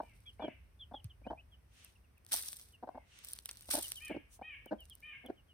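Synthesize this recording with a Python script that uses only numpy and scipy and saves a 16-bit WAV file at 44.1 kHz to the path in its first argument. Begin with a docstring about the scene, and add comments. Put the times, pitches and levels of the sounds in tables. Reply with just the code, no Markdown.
"""Hens cluck softly over a low outdoor rumble; chicks peep close by and a jay cries from the trees.
Later a hand swings out twice and scatters feed, which patters and bounces on dry leaves and soil.
Hens are pulses ringing a throat, chicks are sliding whistles, and the jay is a stack of partials
that turns hoarse. Feed is many tiny impacts; swishes and rumble are shaped noise.
The two-port microphone cuts the lowest bass and has two notches in its treble."""
import sys
import numpy as np
from scipy import signal
from scipy.fft import rfft, irfft, next_fast_len
from scipy.io import wavfile
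from scipy.ndimage import map_coordinates

SR = 44100
rng = np.random.default_rng(int(sys.argv[2]) if len(sys.argv) > 2 else 0)


def log_audio(samples):
    """Write samples as a 16-bit WAV file to the path given in sys.argv[1]."""
    # one column per channel
    frames = np.atleast_2d(samples).T
    # limit to full scale, then quantise
    limited = np.clip(frames, -1, 1)
    pcm = np.round(limited * 32767).astype(np.int16)
    wavfile.write(sys.argv[1], SR, pcm)


N = 243873  # samples in the scene

# Cluck syllables. Each row: start in seconds, length in seconds, pitch in Hz halfway through its rise,
# level in dB, depth from 0 (bright and throaty) to 1 (deep and chesty).
CLUCK_SYLLABLES = [ (.001, 0.0086, 256, -35.5, 0.12), (.029, .009, 244, -53, 0.53),
                   (0.395, 0.015, 229, -44.5, .2), (.42, 0.015, 286.4, -42, .1),
                   (0.437, 0.023, 306.3, -39, 0.88), (.48, 0.0078, 320.4, -38, 0.89),
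                   (0.912, 0.016, 225, -51.5, 0.39), (0.938, 0.013, 271.3, -43.5, 0.18),
                   (1.215, 0.0073, 252, -62, 0.74), (1.252, 0.01, 258, -58, .65),
                   (1.265, 0.012, 251, -41, 0.64), (1.301, 0.02, 312.6, -41, 0.55),
                   (1.327, .0082, 288, -41.5, 0.24), (2.335, 0.012, 286, -47.5, 0.074),
                   (2.826, 0.02, 236.4, -44.5, 0.37), (2.873, 0.01, 259, -48, 0.42),
                   (2.889, 0.0041, 349, -38.5, 0.12), (2.946, .019, 260, -50.5, 0.42),
                   (2.974, 0.0094, 279, -45.5, .05), (3.688, 0.0054, 277, -49, 0.46),
                   (3.737, 0.022, 291, -38, 0.52), (3.769, 0.03, 315.5, -42.5, 0.63),
                   (4.096, 0.031, 311.2, -41, 0.93), (4.143, .013, 295, -44, 0.91),
                   (4.163, 0.011, 313, -39.5, 1), (4.391, 0.0082, 200, -54.5, .3),
                   (4.413, 0.011, 272.4, -44.5, 0.33), (4.661, 0.007, 284, -51, 0.79),
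                   (4.709, 0.033, 323.4, -37, 0.76), (5.237, 0.036, 276.3, -54.5, 0.85),
                   (5.285, 0.012, 240, -49, 0.82), (5.298, 0.01, 339, -37.5, 0.93)]
# Falling peeps. Each row: start in seconds, length in seconds, top pitch in Hz,
# bend (over 1 lingers before it slides), level in dB before a shared lift, side from -1 right to 1 left.
FALLING_PEEPS = [ (.081, 0.025, 3020, 1.6, -71, 0), (.253, 0.057, 3410, 2.24, -50.5, -0.32),
                 (.406, 0.075, 3440, 2.04, -50.5, -.35), (.79, 0.059, 3527, 1.34, -49, -.08),
                 (.933, 0.056, 3480, 2.5, -50, 0), (.991, 0.02, 3230, 1.5, -61, 0),
                 (1.095, 0.031, 3370, 1.1, -57.5, -.16), (1.512, 0.049, 3430, 1.2, -62, -0.35),
                 (1.844, 0.034, 2950, 1.2, -66.5, 0), (1.952, .021, 2950, 1.6, -67.5, 0),
                 (2.034, 0.0304, 2840, 2.2, -75.5, 0), (2.17, 0.018, 2790, 1.4, -68.5, .3),
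                 (2.726, .041, 3170, 0.92, -60, -.2), (3.105, 0.042, 3100, 1.4, -67, 0),
                 (3.63, 0.038, 3130, 1.2, -72, 0), (3.823, 0.048, 3380, 1, -46.5, .39),
                 (3.955, 0.044, 3390, .95, -47.5, 0.39), (4.666, 0.04, 3260, .9, -57.5, 0),
                 (4.781, 0.065, 3250, 1, -56, 0.34), (4.897, .046, 3436, 1.1, -54, 0),
                 (5.255, 0.027, 3570, .95, -54.5, -0.18), (5.361, 0.055, 3290, 1.05, -66, -.25),
                 (5.479, .057, 3340, 0.86, -65.5, -0.29)]
# Rising chirps. Each row: as for the peeps, but the pitch in Hz is the one it starts from.
RISING_CHIRPS = [(.254, .03, 2290, 2.3, -62.5, 0.2), (1.236, .03, 2330, 1.5, -60, .1),
                 (1.264, .048, 2766, 0.63, -58.5, .45), (1.371, .035, 2464, 3.1, -55.5, 0.19),
                 (1.388, .028, 2640, 1, -60.5, 0.31)]
# Jay cries. Each row: start in seconds, pitch in Hz before it bends, level in dB,
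# echo in dB against the cry, extra hoarseness in dB.
JAY_CRIES = [(0, 597, -72.5, 0, 7.5), (.382, 597.6, -60.5, -2, 9), (2.901, 553, -78, 3.5, 8.5),
             (3.999, 624.3, -51.5, -4.5, 7), (4.419, 632.7, -51.5, -1.5, 1), (5.02, 620, -53, 0.5, 2)]
# The jay's partials. Each row: multiple of the pitch, level in dB before it flutters.
JAY_PARTIALS = [(2, -25), (3, -11), (4, -0.5), (5, -8.5), (6, -29.5)]
# Handfuls landing. Each row: time in seconds, then the levels in dB of ticking on leaves and
# pattering on soil, before the boost at impact and the fading.
HANDFULS = [(2.323, -37.5, -53), (3.711, -36, -52)]
# Loose grains in the hand and under the beaks. Each row: start in seconds, length in seconds
# before the fade, level in dB of the ticking on leaves.
GRAIN_RATTLES = [(0, .33, -75.5), (1.72, .24, -75), (2.272, 0.061, -62), (3.228, 0.12, -54.5),
                 (3.445, 0.24, -61), (3.683, 0.032, -47.5), (4.792, 0.25, -74.5)]
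# Swishes of the arm and scuffs. Each row: time of the peak in seconds, width in seconds (each side,
# to 1/e), level in dB, added brightness in dB per octave.
ARM_SWISHES = [(1.055, 0.016, -69.5, 4), (1.819, 0.083, -63, 1.5), (3.192, 0.092, -61, 1),
               (4.342, 0.029, -58, 13.5)]
# Single grains and pecks. Each row: start in seconds, level in dB at the start, knock in dB against
# the snap, added brightness in dB per octave, left minus right in dB.
GRAIN_TICKS = [(1.043, -41.5, -16, 2, -2), (1.8464, -41.5, -20, 9, 1), (2.18, -57.5, -35, 11, -2),
               (2.2486, -51.5, -40, 6, 6), (2.2642, -38.5, -34, 0.5, -1), (2.4863, -25.5, -32, 2.5, -4),
               (2.5298, -30.5, -39, 1, 4), (2.596, -40, -17, 1, -5), (3.1882, -40, -24.5, 1.5, -7),
               (3.247, -32, -40, 6, -1), (3.2856, -31.5, -32, 4, 0.5), (3.3333, -29, -43, 0.5, -1.5),
               (3.3876, -30, -50, -3, 4), (3.457, -26.5, -23.5, 1.5, -3.5), (3.4903, -29.5, -12.5, 3, 0.5),
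               (3.5115, -30, -22, -1, -1), (3.571, -38.5, -46, -0.5, -4.5), (3.6086, -39, -41, 6.5, 2),
               (3.919, -21.5, -37, -4.5, 0.5), (4.6587, -46, -29, 20.5, 0.5), (4.805, -42, -41, 11, -0.5),
               (4.854, -47.5, -33, 4.5, -5.5), (4.8976, -42, -18, 9, -3), (4.9524, -41, -43, 7, 1),
               (5.004, -52.5, -22, 8, -4), (5.2616, -43, -27, 20, -1)]
# Spectra of grains on leaves, grains on soil, sliding cloth and outdoor air.
# Each row: frequency in Hz, relative level in dB per Hz.
LEAF_SPECTRUM = [(1500, -62.5), (3500, -16), (5200, -16.5), (8000, -8), (10000, -8.5), (14500, -13.5),
                 (16000, -27.5)]
SOIL_SPECTRUM = [(100, -16.5), (250, -8), (900, -8), (1500, -0.5), (3000, 2), (4800, 2.5), (6500, 0),
                 (10000, -44.5)]
SLEEVE_SPECTRUM = [(600, -11.5), (1800, -1.5), (3000, 2), (5000, -8.5), (6800, -0.5), (9000, -10),
                   (15000, -30)]
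AIR_SPECTRUM = [(25, -8), (60, 7), (100, -5), (160, -19.5), (300, -29.5), (800, -36), (2400, -39.5),
                (4000, -49), (9000, -46.5), (14500, -48.5), (15600, -58.5)]
# How alike the outdoor air is at both ports. Each row: frequency in Hz, likeness from 0 to 1.
AIR_LIKENESS = [(60, 0.96), (130, 0.91), (300, 0.28), (700, 0.1), (3000, 0.028)]
# Left-right balance of the hens. Each row: frequency in Hz, left minus right in dB.
HEN_LEFT_RIGHT = [(150, 1), (300, -4), (600, 3.5), (850, -0.5), (1600, 13)]
# Left-right timing of the hens. Each row: frequency in Hz, radians by which left leads.
HEN_LEFT_LEAD = [(100, 0.79), (300, .35), (550, 0.96), (800, -.1), (1100, 0.23), (2000, -2.4)]
# Echoes of the yard and the trees. Each row: frequency in Hz, seconds to fade by 60 dB.
YARD_FADE = [(200, 0.2), (1000, 0.21), (8000, 0.035)]
TREES_FADE = [(500, 0.94), (2500, 0.4), (6000, 0.65)]
# Microphone notches. 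Each row: centre in Hz, half width in Hz, gain at the centre in dB.
MIC_NOTCHES = [(7134, 870, -8.5), (11584, 670, -15)]
# Level of the rumble before it surges. Each row: time in seconds, level in dB.
RUMBLE_LEVEL = [(0, -63), (.6, -61), (1.35, -61.5), (2.1, -68.5), (3.1, -68.5), (3.8, -63), (5.53, -68)]

PORT_DELAY_S = 0.00027  # between the ports, for a sound from the side
TOP_HZ = 16000  # nothing is heard above this
LITTER_SIDE, LITTER_SPREAD = 0.46, 0.36  # where the grains fall, -1 right to 1 left

CLUCK_RISE_HZ_PER_S = 2200  # pitch climbs through every syllable
THROAT_HZ, THROAT_SINK_HZ = 742, 235  # throat resonance, and how far it sinks in the deepest clucks
CHEST_DB, CHEST_GROWTH_DB = -16.5, 23  # chest resonance in the brightest clucks, and what depth adds

PEEP_FALL = -0.18  # pitch change as a share of the top pitch
CHIRP_RISE = 0.15  # pitch change as a share of the start pitch

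CRY_ATTACK_S, CRY_HOLD_S, CRY_RELEASE_S = 0.028, 0.1, 0.043
CRY_SCOOP, CRY_SCOOP_S = 0.171, 0.01141  # the cry starts this share flat and scoops up
CRY_DROP, CRY_DROP_AT_S, CRY_DROP_S = 0.125, 0.1, 0.013  # then steps down: share, when, how gradually
CRY_NOISE_DB, CRY_BREAKUP_DB_PER_S = -27, 130.5  # hoarseness at the start, and how fast it grows

RATTLE_ATTACK_S, RATTLE_FADE_DB_PER_S = 0.016, 190

# the first landing is louder than the bouncing after it: how long that lasts (to 1/e), boosts in dB
IMPACT_S, LEAF_IMPACT_DB, SOIL_IMPACT_DB = 0.081, 7, 13.5
# the shower rises, the grains keep bouncing, then the last come to rest
SHOWER_RISE_S, SHOWER_S, SHOWER_END_S = 0.014, 0.36, 0.186
LEAF_SETTLE_DB_PER_S, SOIL_SETTLE_DB_PER_S = 78, 60.5


def amp(db):
    """Turn decibels into gain."""
    return 10 ** (np.asarray(db) / 20)


def unit(x):
    """Scale a sound to rms 1."""
    return x / np.sqrt(np.mean(x ** 2) + 1e-20)


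def along(points, hz):
    """Read values between (Hz, value) points on a log frequency axis."""
    f, v = np.transpose(points)
    return np.interp(np.log(hz + 1), np.log(f + 1), v)


def filtered(x, response):
    """Multiply each frequency of x by a complex response."""
    n = x.shape[-1]
    padded = next_fast_len(n + 8192)
    hz = np.fft.rfftfreq(padded, 1 / SR)
    return irfft(rfft(x, padded) * response(hz), padded)[..., :n]


def coloured(x, spectrum):
    """Shape x by the given spectrum, at rms 1."""
    return unit(filtered(x, lambda f: amp(along(spectrum, f))))


def tilted(spectrum, tilt_db):
    """Make a spectrum brighter by tilt_db per octave."""
    return [(hz, db + tilt_db * np.log2(hz / 1000)) for hz, db in spectrum]


def resonance(f, hz, width):
    """Response of a hollow that rings at hz, with gain 1 there."""
    return 1j * f * width / (hz * hz - f * f + 1j * f * width)


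def wobble(n, count):
    """Draw a smooth random curve of n samples through count knots."""
    return map_coordinates(rng.standard_normal(count), [np.linspace(0, count - 1, n)])


def envelope(t, attack, hold, release):
    """Make a gain that rises from t = 0, holds and falls back to silence."""
    return np.clip(np.minimum(t / attack, 1 - (t - attack - hold) / release), 0, 1)


def placed(x, side):
    """A sound from one side reaches the nearer port first."""
    ports = np.array([[1], [-1]])
    return filtered(x, lambda f: np.exp(1j * np.pi * f * side * PORT_DELAY_S * ports))


def add(track, s, x):
    """Mix x into the track at time s."""
    part = track[:, max(0, round(s * SR)):][:, :x.shape[-1]]
    part += x[..., :part.shape[1]]


def echo(x, decay, seconds):
    """Give x a fresh stereo tail of noise; each frequency dies at its own speed."""
    hz, t, z = signal.stft(rng.standard_normal((2, int(seconds * SR))), SR, nperseg=256)
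    fade = amp(-60 * t / along(decay, hz)[:, None])
    tail = signal.istft(z * fade, SR, nperseg=256)[1]
    return signal.fftconvolve(x[None], tail / np.linalg.norm(tail[0]), axes=1)


def grains(rate, spread_db, spectrum, crackle_s=0.002, crackle_db=1, count=5):
    """Tiny impacts of uneven size (rate per second) on several patches of ground, at rms 1."""
    out, noise = np.zeros((2, N)), rng.standard_normal(N)
    for side in LITTER_SIDE + LITTER_SPREAD * np.linspace(-1, 1, count):
        when, luck, sign = rng.random((int(rate * N / SR / count), 3)).T
        # most grains are small, a few much bigger
        size = amp(spread_db * np.minimum(-np.log(1 - luck), 4)) * np.sign(sign - 0.5)
        hits = np.bincount((when * N).astype(int), size, N)
        # every impact leaves a short crackle in the litter
        energy = signal.lfilter([1], [1, -np.exp(-1 / (crackle_s * SR))], hits ** 2)
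        crackle = np.sqrt(energy) * np.roll(noise, rng.integers(N))
        patch = unit(hits) + amp(crackle_db) * unit(crackle)
        lead = round(side * PORT_DELAY_S * SR / 2)
        out[0] += np.roll(patch, -lead)
        out[1] += np.roll(patch, lead)
    return coloured(out, spectrum)


def outdoors(air_db=-73, surge_db=2):
    """Far rumble that surges, most alike at both ports in the bass, under a thin even hiss."""
    turn = lambda f: np.arccos(np.clip(along(AIR_LIKENESS, f), -1, 1)) / 2
    split = lambda f: amp(along(AIR_SPECTRUM, f)) * [np.cos(turn(f)), np.sin(turn(f))]
    mid, side = filtered(rng.standard_normal((2, N)), split)
    pair = np.array([mid + side, mid - side])
    low = filtered(pair, lambda f: 1 / (1 + (f / 170) ** 4))
    rumble_db = np.interp(np.arange(N) / SR, *np.transpose(RUMBLE_LEVEL))
    surge = wobble(N, count=60)
    return amp(rumble_db + surge_db * surge) * unit(low) + amp(air_db) * unit(pair - low)


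def jay(rough=0.011, flutter_db=2.5, rasp_hz=2550, rasp_width=1200):
    """A nasal, arching cry turns hoarse and lingers among the trees; each partial flutters on its own."""
    out = np.zeros((2, N))
    t = np.arange(SR // 4) / SR
    scoop = CRY_SCOOP * np.exp(-t / CRY_SCOOP_S)
    drop = CRY_DROP / (1 + np.exp((CRY_DROP_AT_S - t) / CRY_DROP_S))
    arch = 1 - scoop - drop
    swell = envelope(t, CRY_ATTACK_S, CRY_HOLD_S, CRY_RELEASE_S)
    throat = lambda f: resonance(f, rasp_hz, rasp_width) ** 2 / (1 + (f / 3400) ** 20)
    for s, pitch_hz, db, echo_db, hoarse_db in JAY_CRIES:
        hoarse = amp(hoarse_db + CRY_NOISE_DB + CRY_BREAKUP_DB_PER_S * t)
        # the pitch shakes more as the voice turns hoarse
        shake = 1 + rough * (1 + 2 * hoarse) * wobble(len(t), count=68)
        phase = 2 * np.pi * np.cumsum(pitch_hz * arch * shake) / SR
        tone = np.zeros(len(t))
        for multiple, partial_db in JAY_PARTIALS:
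            flutter = flutter_db * wobble(len(t), count=24)
            tone += amp(partial_db + flutter) * np.sin(round(multiple) * phase)
        rasp = unit(filtered(rng.standard_normal(len(t)), throat))
        cry = (unit(tone) + hoarse * rasp) / np.hypot(1, hoarse) * swell * amp(db)
        add(out, s, placed(cry, side=0.041) * amp([[1], [-1]]))
        add(out, s + 0.018, amp(echo_db) * echo(cry, TREES_FADE, seconds=0.7))
    return out


def rattles(soil_db=-8):
    """Short spells of loose grains ticking against each other and the ground."""
    t = np.arange(N) / SR
    loose = grains(rate=400, spread_db=2.5, spectrum=LEAF_SPECTRUM)
    loose += amp(soil_db) * grains(rate=260, spread_db=0.5, spectrum=SOIL_SPECTRUM)
    gain = np.zeros(N)
    for s, length, db in GRAIN_RATTLES:
        fade_db = RATTLE_FADE_DB_PER_S * np.maximum(t - s - length, 0)
        gain += np.clip((t - s) / RATTLE_ATTACK_S, 0, 1) * amp(db - fade_db)
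    return loose * gain


def syllable(length, start_hz, end_hz, throat_hz, chest_db, jitter=0.056, rasp=0.12,
             throat_width=390, chest_width=200, beak_db=-20, hiss_db=-43, bite=0.3, burst=0.93):
    """A handful of uneven pulses rings the hen's chest, throat and beak."""
    t = np.arange(SR // 12) / SR
    pulses = np.zeros(len(t))
    period = 1 / np.linspace(start_hz, end_hz, max(2, round(length * (start_hz + end_hz) / 2)))
    chance = rng.standard_normal((16, 2))[:len(period)]
    times = np.cumsum(period * (1 + jitter * chance[:, 0]))
    # the syllable bursts open and fades more slowly
    progress = (np.arange(len(period)) + 1) / (len(period) + 1)
    swell = np.sin(np.pi * progress ** burst)
    pulses[np.round((times - times[0]) * SR).astype(int)] = swell * amp(0.59 * chance[:, 1])
    # a little breath noise, strongest halfway
    pulses += rasp / 2 * rng.standard_normal(len(t)) * np.exp(-(2 * t / length - 1) ** 2)
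    soft = signal.sosfilt(signal.butter(8, 1030, fs=SR, output="sos"), pulses)
    throat = lambda f: resonance(f, throat_hz, throat_width) ** 2
    chest = lambda f: amp(chest_db) * resonance(f, 244.4, chest_width) ** 2
    voice = filtered(soft, lambda f: throat(f) - chest(f))
    # chesty syllables are pushed harder, so their pulses are sharper too
    beak = lambda f: amp(beak_db) * resonance(f, 1530, 350) ** 2
    hiss = lambda f: amp(hiss_db) * resonance(f, 3900, 1900) ** 2
    voice += amp(bite * chest_db) * filtered(pulses, lambda f: beak(f) + hiss(f))
    return voice / np.sqrt(np.sum(voice ** 2) / (length * SR))


def hens(yard_db=-19, sway=0.33):
    """Clucks of one to five syllables, echoed faintly by the yard; depth lowers throat and adds chest."""
    out = np.zeros((2, N))
    for s, length, hz, db, depth in CLUCK_SYLLABLES:
        rise = CLUCK_RISE_HZ_PER_S * length
        throat_hz = THROAT_HZ - THROAT_SINK_HZ * depth ** 3
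        chest_db = CHEST_DB + CHEST_GROWTH_DB * depth
        voice = amp(db) * syllable(length, hz - rise / 2, hz + rise / 2, throat_hz, chest_db)
        add(out, s, placed(voice, sway * (2 * rng.random() - 1)))
        add(out, s + 0.00414, amp(yard_db) * echo(voice, YARD_FADE, seconds=0.3))
    ports = np.array([[0.5], [-0.5]])  # half the left-right difference goes to each port
    balance = lambda f: amp(along(HEN_LEFT_RIGHT, f) * ports)
    lead = lambda f: np.exp(1j * along(HEN_LEFT_LEAD, f) * ports)
    return filtered(out, lambda f: balance(f) * lead(f))


def chicks(waver=0.013, overtone_db=-42, fuzz_db=-20, yard_db=-18):
    """An almost pure whistle starts fuzzy and slides along an arc: peeps down, chirps up."""
    out = np.zeros((2, N))
    for calls, slide in (FALLING_PEEPS, PEEP_FALL), (RISING_CHIRPS, CHIRP_RISE):
        for s, length, start_hz, bend, db, side in calls:
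            u = np.linspace(0, 1, int(length * SR))  # progress through the call
            tremble = wobble(len(u), count=12)
            hz = start_hz * (1 + slide * u ** bend)
            phase = 2 * np.pi * np.cumsum(hz * (1 + waver * tremble)) / SR
            fuzz = 1 + amp(fuzz_db) * 2 * (1 - u) * wobble(len(u), count=50)
            # all calls are lifted by 1 dB and tremble slightly in level
            swell = np.abs(np.sin(np.pi * u ** 1.1)) ** 1.12 * amp(db + 1.0 + 0.26 * tremble)
            whistle = np.sin(phase) + amp(overtone_db) * np.sin(2 * phase)
            call = swell * fuzz * whistle
            add(out, s, placed(call, side))
            add(out, s + 0.013, amp(yard_db) * echo(call, YARD_FADE, seconds=0.15))
    return out


def swishes():
    """Soft sliding noise as the arm swings or a foot scuffs."""
    t = np.arange(N) / SR
    out = np.zeros((2, N))
    for s, width, db, tilt_db in ARM_SWISHES:
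        slide = coloured(rng.standard_normal((2, N)), tilted(SLEEVE_SPECTRUM, tilt_db))
        out += amp(db) * np.exp(-((t - s) / width) ** 2) * slide
    return out


def ticks(snap_t60=0.0043, knock_t60=0.032, yard_db=-20):
    """Single grains and beaks strike leaf and soil: a dry snap over a small knock."""
    out = np.zeros((2, N))
    t = np.arange(SR // 30) / SR
    for s, db, knock_db, tilt_db, pan_db in GRAIN_TICKS:
        leaf = coloured(rng.standard_normal(len(t)), tilted(LEAF_SPECTRUM, tilt_db))
        soil = coloured(rng.standard_normal(len(t)), SOIL_SPECTRUM)
        snap = amp(-60 * t / snap_t60) * leaf
        knock = amp(knock_db - 60 * t / knock_t60) * soil
        tick = amp(db) * (snap + knock)
        side = LITTER_SIDE + LITTER_SPREAD * (2 * rng.random() - 1)
        # a little silence in front leaves room for the earlier port
        direct = placed(np.pad(tick, (32, 0)), side)
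        add(out, s, direct * amp([[pan_db / 2], [-pan_db / 2]]))
        add(out, s, amp(yard_db) * echo(tick, YARD_FADE, seconds=0.15))
    return out


def thump(s=1.044, db=-39, start_hz=165, end_hz=62, swell=0.014, sink=0.018):
    """A dull bump on the ground swells briefly while its pitch sinks."""
    out = np.zeros((2, N))
    t = np.arange(SR // 4) / SR
    hz = end_hz + (start_hz - end_hz) * np.exp(-t / sink)
    push = t / swell * np.exp((1 - (t / swell) ** 2) / 2)
    add(out, s, -amp(db) * push * np.sin(2 * np.pi * np.cumsum(hz) / SR))
    return out


def feed(bounce_db=-6, bounce_decay_db_per_s=52):
    """A handful lands all at once, then the grains bounce and settle."""
    leaf = grains(rate=1200, spread_db=4.5, spectrum=LEAF_SPECTRUM)
    soil = grains(rate=700, spread_db=1.0, spectrum=SOIL_SPECTRUM)
    bounces = grains(rate=250, spread_db=6.5, spectrum=LEAF_SPECTRUM)
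    out = np.zeros((2, N))
    t = np.arange(SR) / SR
    age = np.maximum(t - SHOWER_RISE_S, 0)
    impact = np.exp(-age / IMPACT_S)
    swell = envelope(t, SHOWER_RISE_S, SHOWER_S, SHOWER_END_S) ** 2
    leaf_change_db = LEAF_IMPACT_DB * impact - LEAF_SETTLE_DB_PER_S * age
    soil_change_db = SOIL_IMPACT_DB * impact - SOIL_SETTLE_DB_PER_S * age
    for s, leaf_db, soil_db in HANDFULS:
        part = np.arange(SR) + round((s - SHOWER_RISE_S) * SR)
        shower = amp(leaf_db + leaf_change_db) * leaf[:, part]
        shower += amp(soil_db + soil_change_db) * soil[:, part]
        # single bounces die away more slowly than the shower, so its tail turns grainy
        strays = amp(leaf_db + bounce_db - bounce_decay_db_per_s * age) * bounces[:, part]
        out[:, part] += swell * (shower + strays)
    return out


def scene():
    """Add up all the sounds of the yard."""
    background = outdoors()
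    birds = jay() + hens() + chicks()
    feeding = rattles() + swishes() + ticks() + thump() + feed()
    return background + birds + feeding


def record(dry, low_cut_hz=36):
    """The microphone's low cut and treble notches, then the band limit."""
    notch_db = lambda f: sum(db * np.exp(-np.abs((f - hz) / width) ** 4) for hz, width, db in MIC_NOTCHES)
    low_cut = lambda f: 1 - 1 / (1 + (f / low_cut_hz) ** 4)
    return filtered(dry, lambda f: low_cut(f) * amp(notch_db(f)) * (f < TOP_HZ))


dry = scene()
out = record(dry)
log_audio(out)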